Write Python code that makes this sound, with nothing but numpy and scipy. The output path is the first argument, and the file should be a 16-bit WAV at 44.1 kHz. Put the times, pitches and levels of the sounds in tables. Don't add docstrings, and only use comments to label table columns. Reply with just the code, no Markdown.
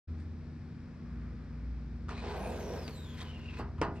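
import sys
import numpy as np
from scipy import signal
from scipy.fft import rfft, irfft
from scipy.io import wavfile
from scipy.ndimage import uniform_filter1d

SR = 44100
rng = np.random.default_rng(int(sys.argv[2]) if len(sys.argv) > 2 else 0)


def unload_audio(sound):
    columns = np.transpose(np.atleast_2d(sound))
    steps = np.round(np.clip(columns, -1, 1) * 32767)
    wavfile.write(sys.argv[1], SR, steps.astype(np.int16))


N = 176400
T = np.arange(N) / SR
# freq_hz, gain_db
WHITE = [(1, 0), (SR, 0)]


def knock(ring_db, crack_db, blow_db, blow_hz):
    # freq_hz, gain_db
    ring_colour = [(150, 2), (300, 3), (550, -5), (700, 0.5), (1000, 4), (1300, 1.5), (1700, -2),
                   (2200, -11.5), (2900, -8), (3500, -22.5), (4700, -12.5), (6000, -25.5), (9000, -30.5),
                   (15000, -53)]
    # freq_hz, t60_s
    ring_decay = [(200, 0.5), (500, 0.6), (1000, 0.36), (2000, 0.24), (4500, 0.17), (12000, 0.085)]
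    # pitch_hz, gain_db, t60_s
    hood_modes = [(108, -4, 0.39), (166, -2, .4), (238.1, 2, 0.76), (337.4, 6.5, 0.39), (403, 8, 0.57),
                  (457.3, 5.5, 0.21), (650, -2, 0.5), (713.6, -3, 0.68), (948, 2.5, 0.4), (970, 7, 0.24),
                  (1211, 4, 0.28), (1424, -11, 0.6), (1984, -8.5, 0.34)]
    # freq_hz, gain_db
    crack_colour = [(100, -8.5), (450, 21), (1300, -15), (2000, 6), (3000, 5.5), (3700, -12.5),
                    (4700, -0.5), (6000, -5.5), (9000, -17), (12000, -32), (15000, -39)]
    ring_rise_s, crack_s, blow_s = .002, .0007, .0009
    size = 2 ** 15
    t = np.arange(size) / SR
    band_hz, frame_s, bands = signal.stft(noise(ring_colour, size), SR, nperseg=256)
    decay = amp(-60 * frame_s / read(ring_decay, band_hz)[:, None])
    ring = signal.istft(bands * decay, SR, nperseg=256)[1][:, :size]
    ring *= 1 - np.exp(-t / ring_rise_s)
    ring /= np.linalg.norm(ring[0])
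    crack = noise(crack_colour, size) * t * np.exp(-t / crack_s)
    crack /= np.linalg.norm(crack[0])
    blow = t / blow_s * np.exp(1 - t / blow_s) * np.sin(2 * np.pi * blow_hz * t)
    modes = sum(amp(db - 60 * t / t60) * np.sin(2 * np.pi * hz * t) * rng.choice([-1, 1])
                for hz, db, t60 in hood_modes)
    body = amp(3.5) * ring + amp(-39) * modes
    return amp(ring_db) * body + amp(crack_db - 7) * crack + amp(blow_db - 19) * blow


def knocks():
    # start_s, ring_gain_db, crack_gain_db, blow_gain_db, blow_pitch_hz
    hits = [(2.0848, -21, -16, -21, 1330), (2.0915, -18, -14, -9, 1300), (2.1085, -15, -16, -17, 930),
            (2.1795, -25, -20, -18, 2160), (2.8788, -26, -7.5, -18, 3900), (2.886, -30, -12, -22, 2300),
            (3.2037, -30, -22, -19, 3310), (3.2157, -22, -15, -18, 3750), (3.589, -16, -32, -18, 450),
            (3.596, -11, -20, -10, 800), (3.782, -23, -30, -25, 1000), (3.8151, 1, -1.5, 3, 484)]
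    out = np.zeros((2, N))
    for start_s, *hit in hits:
        add(out, start_s, knock(*hit))
    return out


def whoosh():
    # time_s, gain_db, roar_centre_hz
    arc = [(2.08, -72, 940), (2.19, -58, 844), (2.235, -39.5, 785), (2.31, -37.5, 850), (2.48, -36, 667),
           (2.58, -39, 580), (2.75, -36.5, 495), (2.85, -45, 423), (2.97, -52, 397), (3.2, -56, 368),
           (3.58, -55, 378), (3.66, -71, 380)]
    # freq_hz, gain_db
    rub_colour = [(120, -29), (185, 8), (280, -9.5), (360, 8), (550, 3), (900, -8), (1100, -13),
                  (1600, -19), (2200, -50), (4000, -61)]
    # pitch_hz, width_hz, gain_db
    panel = [(193, 9.5, 4), (368, 20, -5.5), (410.8, 9.1, 12), (479.7, 16, 3.5), (619, 15, 3.5),
             (777, 58, 4.5), (940, 100, 4.5), (1520, 20, 14), (1610, 14, 16)]
    flutter_db, roar_gain = 1.2, .65
    gain_db, centre_hz = curves(arc)
    rub = noise(rub_colour) * amp(flutter_db * wander(57))
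    body = rub + sum(amp(db) * resonate(rub, hz, width) for hz, width, db in panel)
    roar = resonate(noise(WHITE), centre_hz, width_hz=420)
    return amp(gain_db) * steady(unit(body) + roar_gain * unit(roar)) * (T > arc[0][0])


def gas():
    # time_s, hiss_gain_db, fizz_gain_db
    flow = [(2.08, -47.5, -105), (2.16, -51, -97), (2.3, -46, -74), (2.44, -51.5, -63.5),
            (2.62, -50.5, -62), (2.85, -51.5, -61.5), (3.0, -58.5, -65), (3.14, -57, -72), (3.22, -50, -67),
            (3.27, -53, -73), (3.42, -58, -92), (3.58, -51, -82), (3.62, -74, -100)]
    # freq_hz, gain_db
    hiss_colour = [(500, -16), (1000, 0.5), (1900, 1), (2600, -2), (3100, -4), (4400, -5), (5500, -12),
                   (7000, -17.5), (9000, -28), (12000, -42), (15000, -52)]
    # freq_hz, gain_db
    fizz_colour = [(4000, -4), (6200, 6.5), (7200, 0.5), (9500, -2.5), (10700, -1), (12000, 0.5),
                   (13700, -1), (15500, -24)]
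    # pitch_hz, gain_db
    jet = [(9500, -6), (12400, 0), (13700, 1), (14900, 11)]
    # pitch_hz, width_hz, gain_db
    tube = [(1006.5, 54, 8.5), (1516, 47, 3), (1978, 50, -9), (2500, 120, 1.5), (3870, 170, -12),
            (5370, 180, 0), (8550, 300, 1)]
    grain_db, jet_drift = 2.2, .045
    hiss_db, fizz_db = curves(flow)
    flutter_db = wander(39) + grain_db * wander(350)
    fizz = noise(fizz_colour)
    fizz += sum(amp(db) * resonate(fizz, hz * (1 + jet_drift * wander(13)), width_hz=900)
                for hz, db in jet)
    rush = amp(hiss_db + flutter_db) * noise(hiss_colour) + amp(fizz_db + flutter_db) * fizz
    tube_ring = sum(amp(db) * resonate(rush, hz, width) for hz, width, db in tube)
    return 0.9 * (rush + tube_ring) * gate(flow)


def whistle(hz, width_hz):
    wobble, flutter_db, rasp_db = .011, 2, 2.4
    pitch_hz = hz + np.minimum(hz, 7000) * wobble * wander(14)
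    tone = steady(resonate(noise(WHITE), pitch_hz, width_hz))
    return unit(tone * amp(flutter_db * wander(21.6) + rasp_db * wander(175)))


def growing_chamber():
    # time_s, pitch_hz, gain_db
    glide = [(2.36, 13300, -74), (2.4, 11000, -67), (2.48, 8800, -67), (2.53, 7000, -69), (2.61, 5950, -64),
             (2.8, 5350, -58), (2.91, 4400, -58.5), (2.98, 3930, -57), (3.1, 3380, -55.5), (3.2, 3180, -58),
             (3.33, 2930, -51.5), (3.4, 2770, -58.5), (3.5, 2780, -51), (3.53, 2620, -55),
             (3.59, 2610, -50.5), (3.63, 2600, -80)]
    full_skirt_hz = 6000
    hz, db = curves(glide)
    skirt = np.minimum(hz / full_skirt_hz, 1) ** 2 * whistle(hz, width_hz=950)
    return amp(db) * (whistle(hz, width_hz=240) + skirt) * gate(glide)


def shrinking_chamber():
    # time_s, fundamental_hz, gain_db
    glide = [(2.15, 2790, -95), (2.23, 2710, -75), (2.35, 2790, -71.5), (2.45, 3180, -65),
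             (2.56, 3340, -72), (2.62, 3550, -95)]
    # multiple, gain_db
    overtones = [(2, -2), (3, 0)]
    hz, db = curves(glide)
    tone = sum(amp(db + trim_db) * whistle(k * hz, width_hz=240) for k, trim_db in overtones)
    return tone * gate(glide)


def valve():
    # time_s, pitch_hz, gain_db
    glide = [(2.6, 15600, -95), (2.84, 14600, -79), (2.97, 14650, -72), (3.07, 14450, -88),
             (3.28, 14250, -83), (3.54, 14250, -90), (3.595, 14150, -74), (3.64, 14100, -100)]
    hz, db = curves(glide)
    return amp(db) * whistle(hz, width_hz=220) * gate(glide)


def squeals():
    # start_s, length_s, start_pitch_hz, end_pitch_hz, gain_db
    glides = [(2.135, .095, 4020, 4100, -54), (2.142, 0.1, 2430, 2510, -51),
              (2.407, 0.086, 2470, 2520, -49.5), (2.472, 0.095, 2560, 2600, -56),
              (2.58, 0.097, 6450, 6200, -58), (2.924, 0.092, 7100, 8130, -62.5),
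              (2.99, 0.12, 8100, 10600, -79), (2.96, 0.12, 7800, 7000, -68),
              (3.041, .125, 7220, 6450, -66.5), (3.188, 0.043, 3140, 3480, -55),
              (3.95, 0.052, 2680, 2650, -57.5)]
    out, drive = np.zeros((2, N)), noise(WHITE)
    for start_s, length_s, start_hz, end_hz, db in glides:
        progress = np.clip((T - start_s) / length_s, 0, 1)
        tone = steady(resonate(drive, start_hz + (end_hz - start_hz) * progress, width_hz=220))
        out += amp(db) * np.sin(np.pi * progress) * tone
    return out


def rasps():
    # peak_s, half_length_s, gain_db
    scrapes = [(0.212, 0.037, -64.5), (2.19, 0.029, -57.5), (3.18, 0.011, -51.5), (3.211, 0.021, -47.5),
               (3.589, 0.014, -51), (3.967, 0.026, -60.5)]
    # freq_hz, gain_db
    colour = [(400, -27), (1100, 0), (2000, 14.5), (2700, -4), (3700, 4), (5000, 1), (6500, -4.5),
              (8500, -7), (11000, -22.5), (15000, -30)]
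    grain_db = 4
    envelope = sum(amp(db) * swell(peak_s, half_s) for peak_s, half_s, db in scrapes)
    return envelope * unit(noise(colour) * amp(grain_db * wander(300)))


def thumps():
    # peak_s, half_length_s, pitch_hz, gain_db
    flexes = [(3.631, 0.015, 122, -34), (3.797, 0.015, 85, -29.5), (3.853, 0.0042, 327, -30),
              (3.883, 0.007, 213, -29)]
    return sum(amp(db) * swell(peak_s, half_s) * np.cos(2 * np.pi * hz * (T - peak_s))
               for peak_s, half_s, hz, db in flexes)


def rustle():
    # freq_hz, gain_db
    colour = [(200, -22.5), (450, 4), (750, -6.5), (1250, 3.5), (1800, -2), (2400, -5.5), (3000, -23),
              (8000, -48.5)]
    return amp(-61.5) * swell(peak_s=1.27, half_s=0.55) * noise(colour)


def engine_bay(x):
    # delay_s, gain
    echoes = [(.0023, 0.014), (.0052, -0.18), (.0087, 0.029), (0.0127, -.17), (.021, 0.055)]
    out = x.copy()
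    for delay_s, gain in echoes:
        add(out, delay_s, gain * x)
    return out


def hum_line(hz, waver):
    swing = 1 + waver * (wander(5) + 1j * wander(4.5))
    spread = .06 * np.outer([1j, -1j], wander(8))
    carrier = np.exp(2j * np.pi * (hz * T + rng.random()))
    return unit(((swing + spread) * carrier).real)


def garage():
    # freq_hz, gain_db
    air_colour = [(20, -19.5), (33, -22.5), (50, -9), (75, -5.5), (100, -5.5), (150, -12), (230, -11.5),
                  (300, -16), (400, -23.5), (520, -28), (620, -30.5), (900, -34), (1750, -34.5),
                  (2000, -39), (2400, -38), (2850, -46.5), (5300, -45.5), (6300, -55), (9000, -61.5),
                  (14000, -80)]
    # multiple, level_db
    harmonics = [(4, -60), (5, -52.5), (6, -58.5), (7, -60.5), (8, -53), (9, -69.5), (11, -71.5), (16, -74)]
    # time_s, lower_level_db, upper_level_db
    drone_swells = [(0.1, -55.5, -40.5), (0.42, -64.5, -42.5), (0.649, -60, -51.5), (0.92, -57, -61),
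                    (1.17, -42, -53), (1.479, -50.5, -52), (1.678, -38.5, -59), (2.1, -45, -45),
                    (2.449, -43.5, -50), (2.85, -51.5, -48.5), (3.3, -54, -46), (3.65, -45, -42.5),
                    (4.0, -58.5, -50.5)]
    turn_hz, drone_hz = 29.72, (59.3, 81.1)
    hum = sum(amp(db) * hum_line(k * turn_hz, waver=.2) for k, db in harmonics)
    drones = sum(amp(db) * hum_line(hz, waver=.21) for hz, db in zip(drone_hz, curves(drone_swells)))
    return amp(-48.5) * noise(air_colour) + hum + drones


def amp(db):
    return 10 ** (np.asarray(db) / 20)


def unit(x):
    return x / np.sqrt(np.mean(x ** 2) + 1e-20)


def read(points, hz):
    freq_hz, value = np.transpose(points)
    return np.interp(np.log(hz + 1), np.log(freq_hz), value)


def curves(table):
    time_s, *columns = np.transpose(table)
    return [np.interp(T, time_s, column) for column in columns]


def gate(table):
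    return np.clip(np.minimum(T - table[0][0], table[-1][0] - T) / 0.009, 0, 1)


def swell(peak_s, half_s):
    return np.exp(-((T - peak_s) / half_s) ** 2)


def add(mix, start_s, sound):
    part = mix[:, round(start_s * SR):][:, :sound.shape[-1]]
    part += sound[..., :part.shape[1]]


def noise(colour, size=N):
    # freq_hz, correlation
    likeness = [(60, .98), (125, .93), (250, .93), (500, .915), (1000, .89), (2500, .86), (5000, .7),
                (9000, .45), (14000, .55)]
    hz = np.fft.rfftfreq(size, 1 / SR)
    a, b = rfft(rng.standard_normal((2, size)))
    same = read(likeness, hz)
    mid, side = a * np.sqrt(1 + same), b * np.sqrt(1 - same)
    return unit(irfft(np.array([mid + side, mid - side]) * amp(read(colour, hz)), size))


def wander(rate_hz):
    hz = np.fft.rfftfreq(N, 1 / SR)
    return unit(irfft(rfft(rng.standard_normal(N)) / (1 + (hz / rate_hz) ** 4), N))


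def resonate(x, hz, width_hz):
    carrier = np.exp(2j * np.pi * np.cumsum(hz * np.ones(N)) / SR)
    pole = np.exp(-np.pi * width_hz / SR)
    baseband = signal.lfilter([(1 - pole) ** 2], [1, -2 * pole, pole * pole], x / carrier + 1e-18)
    return 2 * (carrier * baseband).real


def steady(x, window_s=.04):
    power = uniform_filter1d((x ** 2).mean(0), round(window_s * SR))
    power = uniform_filter1d(power, round(window_s * SR / 2))
    return x / np.sqrt(abs(power) + 1e-20)


def place(x, balance, left_lag_s):
    padded = N + 512
    hz = np.fft.rfftfreq(padded, 1 / SR)
    tilt = amp(read(balance, hz) / 2)
    lag = np.exp(-2j * np.pi * hz * left_lag_s)
    return irfft(rfft(x, padded) * [tilt * lag, 1 / tilt])[:, :N]


def scene():
    # freq_hz, left_minus_right_db
    hood_balance = [(150, 0.5), (500, -1.5), (1200, -1), (2400, 1.5), (4200, 3.5), (6000, 1), (8000, -11),
                    (14000, -5.5)]
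    # freq_hz, left_minus_right_db
    room_balance = [(60, .5), (200, 1.2), (700, 2), (2400, 4), (4400, 6), (8000, 2.5), (15000, 0)]
    hood = rustle() + whoosh() + gas()
    hood += growing_chamber() + shrinking_chamber() + valve()
    hood += squeals() + rasps() + thumps() + knocks()
    foreground = place(0.61 * engine_bay(hood), hood_balance, left_lag_s=.00005)
    return foreground + place(garage(), room_balance, left_lag_s=.00004)


def record(dry):
    start_s, fade_s, cutoff_hz = 0.073, 0.016, 15700
    faded = dry * np.clip((T - start_s) / fade_s, 0, 1)
    lowpass = signal.firwin(511, cutoff_hz, window=("kaiser", 9), fs=SR)
    return signal.oaconvolve(faded, lowpass[None], "same")


dry = scene()
out = record(dry)
unload_audio(out)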